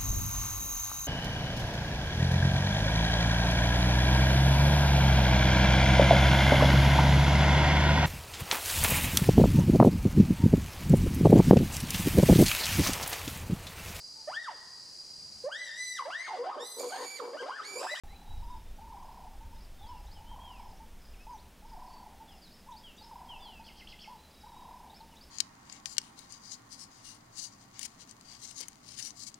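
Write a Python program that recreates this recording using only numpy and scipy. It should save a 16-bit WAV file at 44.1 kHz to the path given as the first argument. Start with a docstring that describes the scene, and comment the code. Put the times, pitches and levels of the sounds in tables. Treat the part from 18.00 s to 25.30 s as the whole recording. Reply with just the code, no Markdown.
"""A dove repeats its phrase (coo, rolling purr, soft coo) in open woodland on a breezy day.
It sings with its bill closed, through a swollen neck, while a second dove purrs farther off.
Small birds pipe, whistle, trill, chirp and scold from the trees, which scatter every note into an echo.
Wind rumbles on a nearly mono microphone and dies down, over a steady hush and a faint low drone."""
import sys
import numpy as np
from scipy import signal
from scipy.fft import rfft, irfft, next_fast_len
from scipy.io import wavfile
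from scipy.ndimage import map_coordinates

SR = 44100
rng = np.random.default_rng(int(sys.argv[2]) if len(sys.argv) > 2 else 0)


def waveform_to_disk(signal):
    """Save audio, clipped to [-1, 1], as 16-bit WAV at the path in sys.argv[1]."""
    frames = np.transpose(np.atleast_2d(signal))
    scaled = np.clip(frames, -1, 1) * 32767
    samples = np.round(scaled).astype(np.int16)
    wavfile.write(sys.argv[1], SR, samples)


N = 321930


def amp(db):
    """Turn decibels into a number to multiply by."""
    return 10 ** (np.asarray(db) / 20)


def along(points, hz):
    """Read between the rows of a (Hz, value) table, with octaves evenly spaced."""
    pitches, values = np.transpose(points)
    return np.interp(np.log(hz + 1), np.log(pitches), values)


def wobble(rate, size):
    """A smooth random curve that heads for a new value rate times a second."""
    steps = rng.standard_normal(int(size * rate / SR) + 4)
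    return map_coordinates(steps, [np.arange(size) * rate / SR])


def filtered(x, response):
    """Turn each frequency of x up or down by response(Hz)."""
    size = next_fast_len(N + SR // 2)
    return irfft(rfft(x, size) * response(np.fft.rfftfreq(size, 1 / SR)), size)[..., :N]


def noise(spectrum):
    """Noise of strength 1, its balance of low and high set by a table."""
    x = filtered(rng.standard_normal(N), lambda hz: amp(along(spectrum, hz)))
    return x / np.sqrt(np.mean(x ** 2) + 1e-20)


def add(track, s, sound):
    """Mix a sound into a track, starting at s seconds."""
    start = max(round(s * SR), 0)
    part = track[start:start + len(sound)]
    part += sound[:len(part)]


def note(length, pitch_hz, rise=.11, fade=.37, waver=.0036, flutter_db=2.5, tremble=0, tremble_hz=33.6):
    """A bird's pure tone gliding through the given pitches; rise and fade are shares of its length."""
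    progress = np.linspace(0, 1, max(int(length * SR), 16))
    # a tremble shakes pitch and loudness together
    shake = np.clip(tremble, 0, 1) * np.sin(2 * np.pi * tremble_hz * length * progress)
    curve = np.polyfit(np.linspace(0, 1, len(pitch_hz)), pitch_hz, len(pitch_hz) - 1)
    hz = np.polyval(curve, progress) * (1 + waver * wobble(238.4, len(progress)) + .09 * shake)
    phase = 2 * np.pi * np.cumsum(hz) / SR
    swell = np.sin(np.pi / 2 * np.clip(np.minimum(progress / rise, (1 - progress) / fade), 0, 1))
    flutter = amp(flutter_db * wobble(85.8, len(progress)))
    return np.sqrt(2) * swell * (1 + shake) * flutter * np.sin(phase)


# How hard the wind blows. Each row: time in seconds, strength in dB.
GUSTS = [(0.05, -47.5), (0.22, -53), (0.39, -38), (0.62, -48), (0.9, -46.5), (1.15, -52.5), (1.45, -45.5),
         (2.0, -45.5), (2.55, -47.5), (3.05, -52), (3.3, -51.5), (3.55, -52.5), (3.8, -50.5), (4.1, -58.5),
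         (4.6, -65.5), (5.2, -59.5), (5.55, -55.5), (5.95, -60.5), (6.3, -66), (6.6, -59.5), (7.3, -62.5)]
# Its deep rumble and the flutter just above. Each row: frequency in Hz, relative level in dB.
RUMBLE_TONE = [(8, -23), (14, 15), (32, 1), (48, 2.5), (60, -9.5), (80, -18), (110, -40), (200, -94)]
FLUTTER_TONE = [(35, -25), (55, 5.5), (85, 2.5), (115, -4), (140, -11.5), (200, -35), (400, -100)]

def wind(side_db=-36, swirl_db=2, swirls_per_s=11, breeze_db=-49):
    """Swirls of air beat on the microphone and slowly die down; the flutter follows their strength."""
    strength_db = np.interp(np.arange(N) / SR, *np.transpose(GUSTS))
    flutter_db = -60.5 + 1.1 * (strength_db - breeze_db)
    rumble = amp(strength_db + swirl_db * wobble(swirls_per_s, N))
    flutter = amp(flutter_db + swirl_db * wobble(swirls_per_s, N))
    mid, side = (rumble * noise(RUMBLE_TONE) + flutter * noise(FLUTTER_TONE) for _ in range(2))
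    return mid + amp(side_db) * np.array([side, -side])


# The low drone. Each row: frequency in Hz, relative level in dB.
DRONE_TONE = [(30, -41), (52, -11.5), (64, -2.5), (76, -5.5), (88, -17.5), (110, -29), (250, -100)]

def drone(db=-64):
    """A faint, steady low rumble from far away."""
    return amp(db) * noise(DRONE_TONE)


# The hush of the landscape. Each row: frequency in Hz, relative level in dB.
HUSH_TONE = [(60, -28), (125, -3.5), (160, 1.5), (210, 3), (300, -4), (450, -7.5), (700, -6.5), (1200, -12),
             (2000, -14), (3300, -15), (4200, -18), (5200, -17.5), (7000, -20.5), (15500, -24)]
# How wide it sounds. Each row: frequency in Hz, level of the sides against the middle in dB.
HUSH_WIDTH = [(100, -26.5), (500, -21.5), (2000, -41), (4500, -33.5), (8000, -10), (15000, -10)]

def hush(db=-59):
    """Steady distant air and hiss; left and right differ mainly in the treble."""
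    mid = noise(HUSH_TONE)
    side = filtered(noise(HUSH_TONE), lambda hz: amp(along(HUSH_WIDTH, hz)))
    return amp(db) * np.array([mid + side, mid - side])


# Each row: start in seconds, length in seconds, syllables a second, pitch in Hz, level in dB.
FAR_PURRS = [(.035, .38, 33.2, 831, -57.5), (1.96, .25, 24.6, 838, -59.5), (4.11, .27, 61, 787, -66),
             (5.5, .5, 29, 828, -65), (7.06, .09, 41, 910, -69)]

def far_dove():
    """A distant dove purrs; only the peak of each rolled syllable carries this far."""
    track = np.zeros(N)
    for s, length, rate, hz, db in FAR_PURRS:
        pitch = hz * np.array([1.07, 1, .9])
        for at in np.arange(s, s + length, 1 / rate):
            add(track, at, amp(db + rng.normal(0, 1)) * note(.0155, pitch, fade=.12, waver=.024))
    return track


# Each row: start in seconds, length in seconds, pitch in Hz, level in dB.
PIPING_NOTES = [(.06, .14, 3990, -64.5), (0.254, .14, 3880, -63), (.454, .14, 3703, -70),
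                (0.623, .12, 3580, -76.5), (3.854, .16, 4525, -67), (6.151, .15, 4026, -67),
                (6.326, .145, 3877, -66), (6.509, 0.15, 3810, -66.5)]

def piper():
    """Far birds pipe long notes that swell as their pitch gently arches."""
    track = np.zeros(N)
    for s, length, hz, db in PIPING_NOTES:
        arch = hz * np.array([.945, .998, .997, .955])
        add(track, s, amp(db) * note(length, arch, rise=.5, fade=.5, waver=.003, flutter_db=1.1))
    return track


# Each row: start in seconds, length in seconds, first and last pitch in Hz, level in dB.
QUICK_WHISTLES = [(0.069, 0.11, 1700, 2950, -62.5), (.762, .014, 5470, 7000, -68.5),
                  (1.026, .014, 6060, 7200, -69), (2.767, .016, 6600, 5000, -64),
                  (3.187, .053, 2500, 2760, -63), (3.325, 0.048, 6700, 5600, -66),
                  (3.376, 0.042, 3430, 5480, -65), (6.945, .05, 2270, 2650, -71),
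                  (6.996, .024, 5450, 3500, -61)]

def quick_whistles():
    """Short whistles that slip up or down."""
    track = np.zeros(N)
    for s, length, start_hz, end_hz, db in QUICK_WHISTLES:
        pitch = [start_hz, .97 * np.sqrt(start_hz * end_hz), end_hz]
        add(track, s, amp(db) * note(length, pitch, rise=.39, waver=.009, flutter_db=2))
    return track


# Each row: start in seconds, length in seconds, fall of each tick in octaves, level in dB.
TICKING_TRILLS = [(.372, 0.27, .05, -71), (0.921, 0.44, .1, -73), (1.512, 0.14, .05, -67.5),
                  (1.906, 0.29, .06, -70.5), (2.449, 0.31, .14, -68.5), (3.008, 0.13, 0.27, -67.5),
                  (3.163, 0.18, .05, -68.5), (3.655, 0.3, .29, -68), (4.28, 0.32, .06, -66.5),
                  (5.064, .54, .07, -70.5), (6.301, .24, .36, -66), (6.567, 0.23, .08, -72)]

def triller(centre_hz=5070):
    """Thin runs of tiny falling ticks; ticks that fall farther come more slowly."""
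    track = np.zeros(N)
    for s, length, fall, db in TICKING_TRILLS:
        ticks_per_s = 33 - 12 * fall
        for at in np.arange(s, s + length, 1 / ticks_per_s):
            size, tune = rng.standard_normal(2)
            pitch = centre_hz * (1 + .022 * tune) * 2 ** (fall * np.array([.5, -.5]))
            add(track, at, amp(db + 1.2 * size) * note(.0185, pitch, rise=.55, fade=.13, waver=.0087))
    return track


def coo(length, pitch_hz, tremble, rise, fade):
    """One hollow, slightly hoarse dove note."""
    return note(length, pitch_hz, rise, fade, waver=.023, flutter_db=2.33, tremble=tremble)


# The near dove's phrases. Each row: roll's start in seconds and level in dB; run-up's length in
# seconds, first pitch in Hz and level in dB; opening coo's level in dB; lead-in's length in seconds
# and level in dB; closing coo's level in dB; after-coo's level in dB.
DOVE_PHRASES = [(0.922, -47.5, .078, 925, -50, -47, 0.14, -52, -50.5, -54),
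                (2.313, -47.5, 0.083, 759, -52.5, -47.5, 0.13, -57.5, -51, -67),
                (3.715, -48.5, .024, 832, -47.5, -46, 0.094, -56.5, -49.5, -71),
                (5.11, -47.5, .024, 834, -55.5, -46, .1, -55, -51, -64),
                (6.518, -47.5, 0.019, 807, -47.5, -47, .085, -54.5, -51, -61.5)]
# Each list: the pitches in Hz that one coo glides through.
OPENING_TUNE = [969, 986.6, 945.6, 868, 830]
LEAD_IN_TUNE = [774, 868, 914, 904, 870]
CLOSING_TUNE = [804, 900, 925, 897, 850]
# How the swollen neck shapes the voice. Each row: frequency in Hz, boost or cut in dB.
NECK_TONE = [(300, -28), (600, 4), (800, -2), (1050, -2), (1180, -5), (1350, -21), (2500, -50)]

def near_dove(run_up_top_hz=957):
    """Sung with the bill closed: run-up and opening coo, lead-in and roll, closing coo and after-coo."""
    track = np.zeros(N)
    for (s, roll_db, run_up_s, run_up_hz, run_up_db, opening_db,
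         lead_s, lead_db, closing_db, after_db) in DOVE_PHRASES:
        opening, closing = s - .424, s + .484  # start times in seconds
        run_up = coo(run_up_s, [run_up_hz, run_up_top_hz], tremble=.21, rise=.12, fade=.16)
        add(track, opening - run_up_s, amp(run_up_db) * run_up)
        add(track, opening, amp(opening_db) * coo(.082, OPENING_TUNE, tremble=.078, rise=.07, fade=.34))
        lead_in = coo(lead_s, LEAD_IN_TUNE, tremble=.5, rise=.063, fade=.14)
        add(track, s - lead_s, amp(lead_db) * lead_in)
        roll(track, s, roll_db)
        add(track, closing, amp(closing_db) * coo(.057, CLOSING_TUNE, tremble=.24, rise=.11, fade=.89))
        after_coo = coo(.083, CLOSING_TUNE, tremble=.45, rise=.45, fade=.54)
        add(track, closing + .094, amp(after_db) * after_coo)
    return filtered(track, lambda hz: amp(along(NECK_TONE, hz)))


# The pitches in Hz that the roll's long first syllable glides through.
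ROLL_START_TUNE = [992, 927, 869, 802, 795]

def roll(track, s, db, count=13, first_s=.046, spacing_s=.0277, slowing_s=.0002):
    """One long syllable, then quick falling ones that slow, sink and fade as the dove runs out of air."""
    add(track, s, amp(db) * note(first_s, ROLL_START_TUNE, rise=.06, fade=.6, waver=.041))
    for k, (size, tune) in enumerate(rng.standard_normal((count, 2))):
        breath_spent = (k / (count - 1)) ** 4
        at = s + first_s + k * spacing_s + slowing_s * k * k
        level = db + size - 7 * breath_spent
        top_hz = (1040 - 100 * breath_spent) * (1 + .0088 * tune)
        pitch = top_hz * np.array([.99, .95, .84, .68])
        add(track, at, amp(level) * note(.02, pitch, rise=.22, fade=.6, waver=.015))
        # between syllables the voice goes on, lower and softer
        low_pitch = 830 * (1 + .034 * tune) * np.array([1.08, .98, .88])
        add(track, at + .013, amp(level - 7) * note(.0176, low_pitch, waver=.03))


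# One chirp's notes. Each row: delay in seconds, length in seconds, four pitches in Hz, level change in dB.
CHIRP_NOTES = [(0, 0.0112, 7560, 6340, 5770, 5200, -7), (0.01, 0.0246, 3460, 3726, 3990, 3820, -4),
               (.055, .036, 4300, 4950, 5250, 5300, -1)]
# The chirps. Each row: start in seconds, level in dB, boost or cut of the opening tick in dB.
CHIRP_TIMES = [(1.55, -63.5, -12), (1.812, -61.5, -6), (2.058, -59, -1), (4.464, -59, -5),
               (4.709, -57.5, 1.5), (4.966, -55.5, 1), (6.887, -58.5, -20), (7.154, -55.5, 0.5)]

def chirper():
    """A three-note chirp, tick-tu-wee, a little different each time."""
    track = np.zeros(N)
    for s, db, tick_db in CHIRP_TIMES:
        for k, (delay, length, *pitches, part_db) in enumerate(CHIRP_NOTES):
            pitch = np.array(pitches) * (1 + rng.normal(0, .012))
            level = db + part_db + tick_db * (k == 0)
            tone = note(length, pitch, rise=.045, fade=.28, waver=.018, flutter_db=1)
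            add(track, s + delay, amp(level) * tone)
    return track


# Each row: start in seconds, length in seconds, first and last pitch in Hz, base level in dB.
FALLING_WHISTLES = [(1.773, 0.27, 3630, 2630, -66.5), (2.151, 0.053, 3200, 2870, -63.5),
                    (3.135, 0.028, 2870, 2160, -65.5), (4.275, 0.1, 3500, 2690, -63.5),
                    (4.415, 0.073, 4850, 3880, -60.5), (4.833, 0.11, 3340, 2604, -57.5),
                    (4.978, 0.078, 4880, 4000, -60.5), (5.285, .105, 3230, 2580, -51),
                    (5.393, .26, 3546, 2480, -57.5), (5.419, 0.089, 4860, 3920, -60.5),
                    (7.117, 0.059, 3000, 2380, -67.5)]
# The share of the fall made at the start and after each quarter of a whistle.
FALL_SHAPE = [0, .22, .62, .9, 1]

def falling_whistles():
    """Clean whistles that fall, then level out as they weaken."""
    track = np.zeros(N)
    for s, length, start_hz, end_hz, db in FALLING_WHISTLES:
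        pitch = start_hz + (end_hz - start_hz) * np.array(FALL_SHAPE)
        whistle = note(length, pitch, rise=.17, fade=.35, waver=.0046, flutter_db=2.2)
        weakening_db = np.linspace(3, -5, len(whistle))
        add(track, s, amp(db + weakening_db) * whistle)
    return track


# Each row: start in seconds, length in seconds, top pitch in Hz, level in dB.
ARCHED_WHISTLES = [(2.254, 0.13, 3190, -60.5), (2.383, 0.259, 3273, -56.5)]

def arched_whistles(top_s=.06, rounding_s=.026, slope_hz_per_s=7000):
    """Whistles that climb to a rounded top and slide down again."""
    track = np.zeros(N)
    for s, length, top_hz, db in ARCHED_WHISTLES:
        from_top_s = np.hypot(np.linspace(0, length, 6) - top_s, rounding_s) - rounding_s
        pitch = top_hz - slope_hz_per_s * from_top_s
        add(track, s, amp(db) * note(length, pitch, rise=.3, fade=.9, flutter_db=1.6))
    return track


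# Each row: start in seconds, then levels in dB for the opening note, the buzz and the closing note.
SCOLD_CALLS = [(5.632, -72, -58.5, -53.5), (5.751, -62, -58.5, -52.5), (5.868, -49.5, -58, -51.5),
               (5.986, -53, -57, -51.5)]
# The hoarse hiss in a scold. Each row: frequency in Hz, relative level in dB.
HOARSE_TONE = [(3300, -41), (4100, -5), (4700, 4), (5500, -5), (6300, -12), (8000, -33)]

def scolder(low_per_s=72, high_per_s=100):
    """The two sides of a bird's voice box rasp at their own rates, then drop to a closing note."""
    track, hoarseness = np.zeros(N), np.zeros(N)
    for s, open_db, buzz_db, close_db in SCOLD_CALLS:
        add(track, s + .003, amp(open_db) * note(.0089, [2500, 3100, 3600], rise=.3))
        for at in np.arange(.018, .052, 1 / low_per_s):
            pitch = np.array([2950, 3280, 3150]) * (1 + rng.normal(0, .02))
            add(track, s + at, amp(buzz_db + 1.5) * note(.009, pitch, rise=.35, fade=.45, waver=.02))
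        for at in np.arange(.008, .052, 1 / high_per_s):
            effort = np.sin(np.pi * at / .062)
            pitch = 4150 + 1400 * effort ** 2 * np.array([.15, .55, 1])
            rasp = note(.009, pitch, rise=.2, fade=.35, waver=.07, flutter_db=3)
            add(track, s + at + rng.normal(0, .0012), amp(buzz_db - 6.5 + 3.3 * effort) * rasp)
        swell = np.sin(np.linspace(0, np.pi, int(.054 * SR)))
        add(hoarseness, s + .0064, amp(buzz_db - 2.5) * swell)
        add(track, s + .054, amp(close_db) * note(.009, [3250, 2720, 2380], fade=.4))
        tail_pitch = np.array([2250, 2090, 2070]) * (1 + rng.normal(0, .015))
        add(track, s + .062, amp(close_db - 6) * note(.02, tail_pitch, waver=.015))
    return track + hoarseness * noise(HOARSE_TONE)


def with_ground(x, delay_s, db):
    """A sound and its later bounce off the ground."""
    out = x.copy()
    add(out, delay_s, amp(db) * x)
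    return out


def in_leaves(x, share, ring_s=.072):
    """Twigs and leaves close around a hidden bird smear a share of its sound."""
    t = np.arange(SR // 20) / SR
    smear = rng.standard_normal(len(t)) * amp(-60 * t / ring_s)
    smeared = signal.fftconvolve(x, smear / np.linalg.norm(smear))[:N]
    return np.sqrt(1 - share) * x + np.sqrt(share) * smeared


# The woodland's echo. Each row: frequency in Hz, seconds it takes to fade by 60 dB.
ECHO_TIMES = [(500, 0.53), (1000, 0.43), (2100, 0.12), (3150, 0.57), (4300, 0.56), (5200, 0.61),
              (8000, 0.12)]

def among_trees(x, echo_db, gap_s=.011, count=10):
    """A sound with its echo off trunks and treetops; the moving leaves keep changing the echo."""
    hz, t, bands = signal.stft(rng.standard_normal((count, SR // 2)), SR, nperseg=256)
    decay = amp(-60 * t / along(ECHO_TIMES, hz)[:, None])
    tails = signal.istft(bands * decay, SR, nperseg=256)[1]
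    tails /= np.linalg.norm(tails, axis=1, keepdims=True)
    out, hop = x.copy(), N // (count - 1) + 1
    padded = np.pad(x, (hop, 2 * hop))
    fade = np.sin(np.linspace(0, np.pi, 2 * hop))
    for k, tail in enumerate(tails):  # each overlapping stretch gets its own echo
        stretch = padded[k * hop:(k + 2) * hop] * fade
        echo = np.pad(signal.fftconvolve(stretch, tail), (k * hop, 0))[hop:]
        add(out, gap_s, amp(echo_db) * echo)
    return out


def scene():
    """Every bird sits in the centre; the farther ones bring more echo."""
    dove = among_trees(with_ground(near_dove(), delay_s=.008, db=-15), echo_db=-10)
    scolds = among_trees(scolder(), echo_db=-6)
    whistles = among_trees(falling_whistles() + arched_whistles() + quick_whistles(), echo_db=-10.5)
    chirps = among_trees(in_leaves(chirper(), share=.43), echo_db=-9)
    trills = among_trees(in_leaves(triller(), share=.48), echo_db=-13.5)
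    far_birds = among_trees(far_dove(), echo_db=-7.5) + among_trees(piper(), echo_db=-4.5)
    return dove + scolds + whistles + chirps + trills + far_birds + wind() + drone() + hush()


def record(dry, silence_s=.036, top_hz=15800):
    """The sound starts after a moment of silence, with its highest treble cut off."""
    return filtered(dry * (np.arange(N) > silence_s * SR), lambda hz: hz < top_hz)


dry = scene()
out = record(dry)
waveform_to_disk(out)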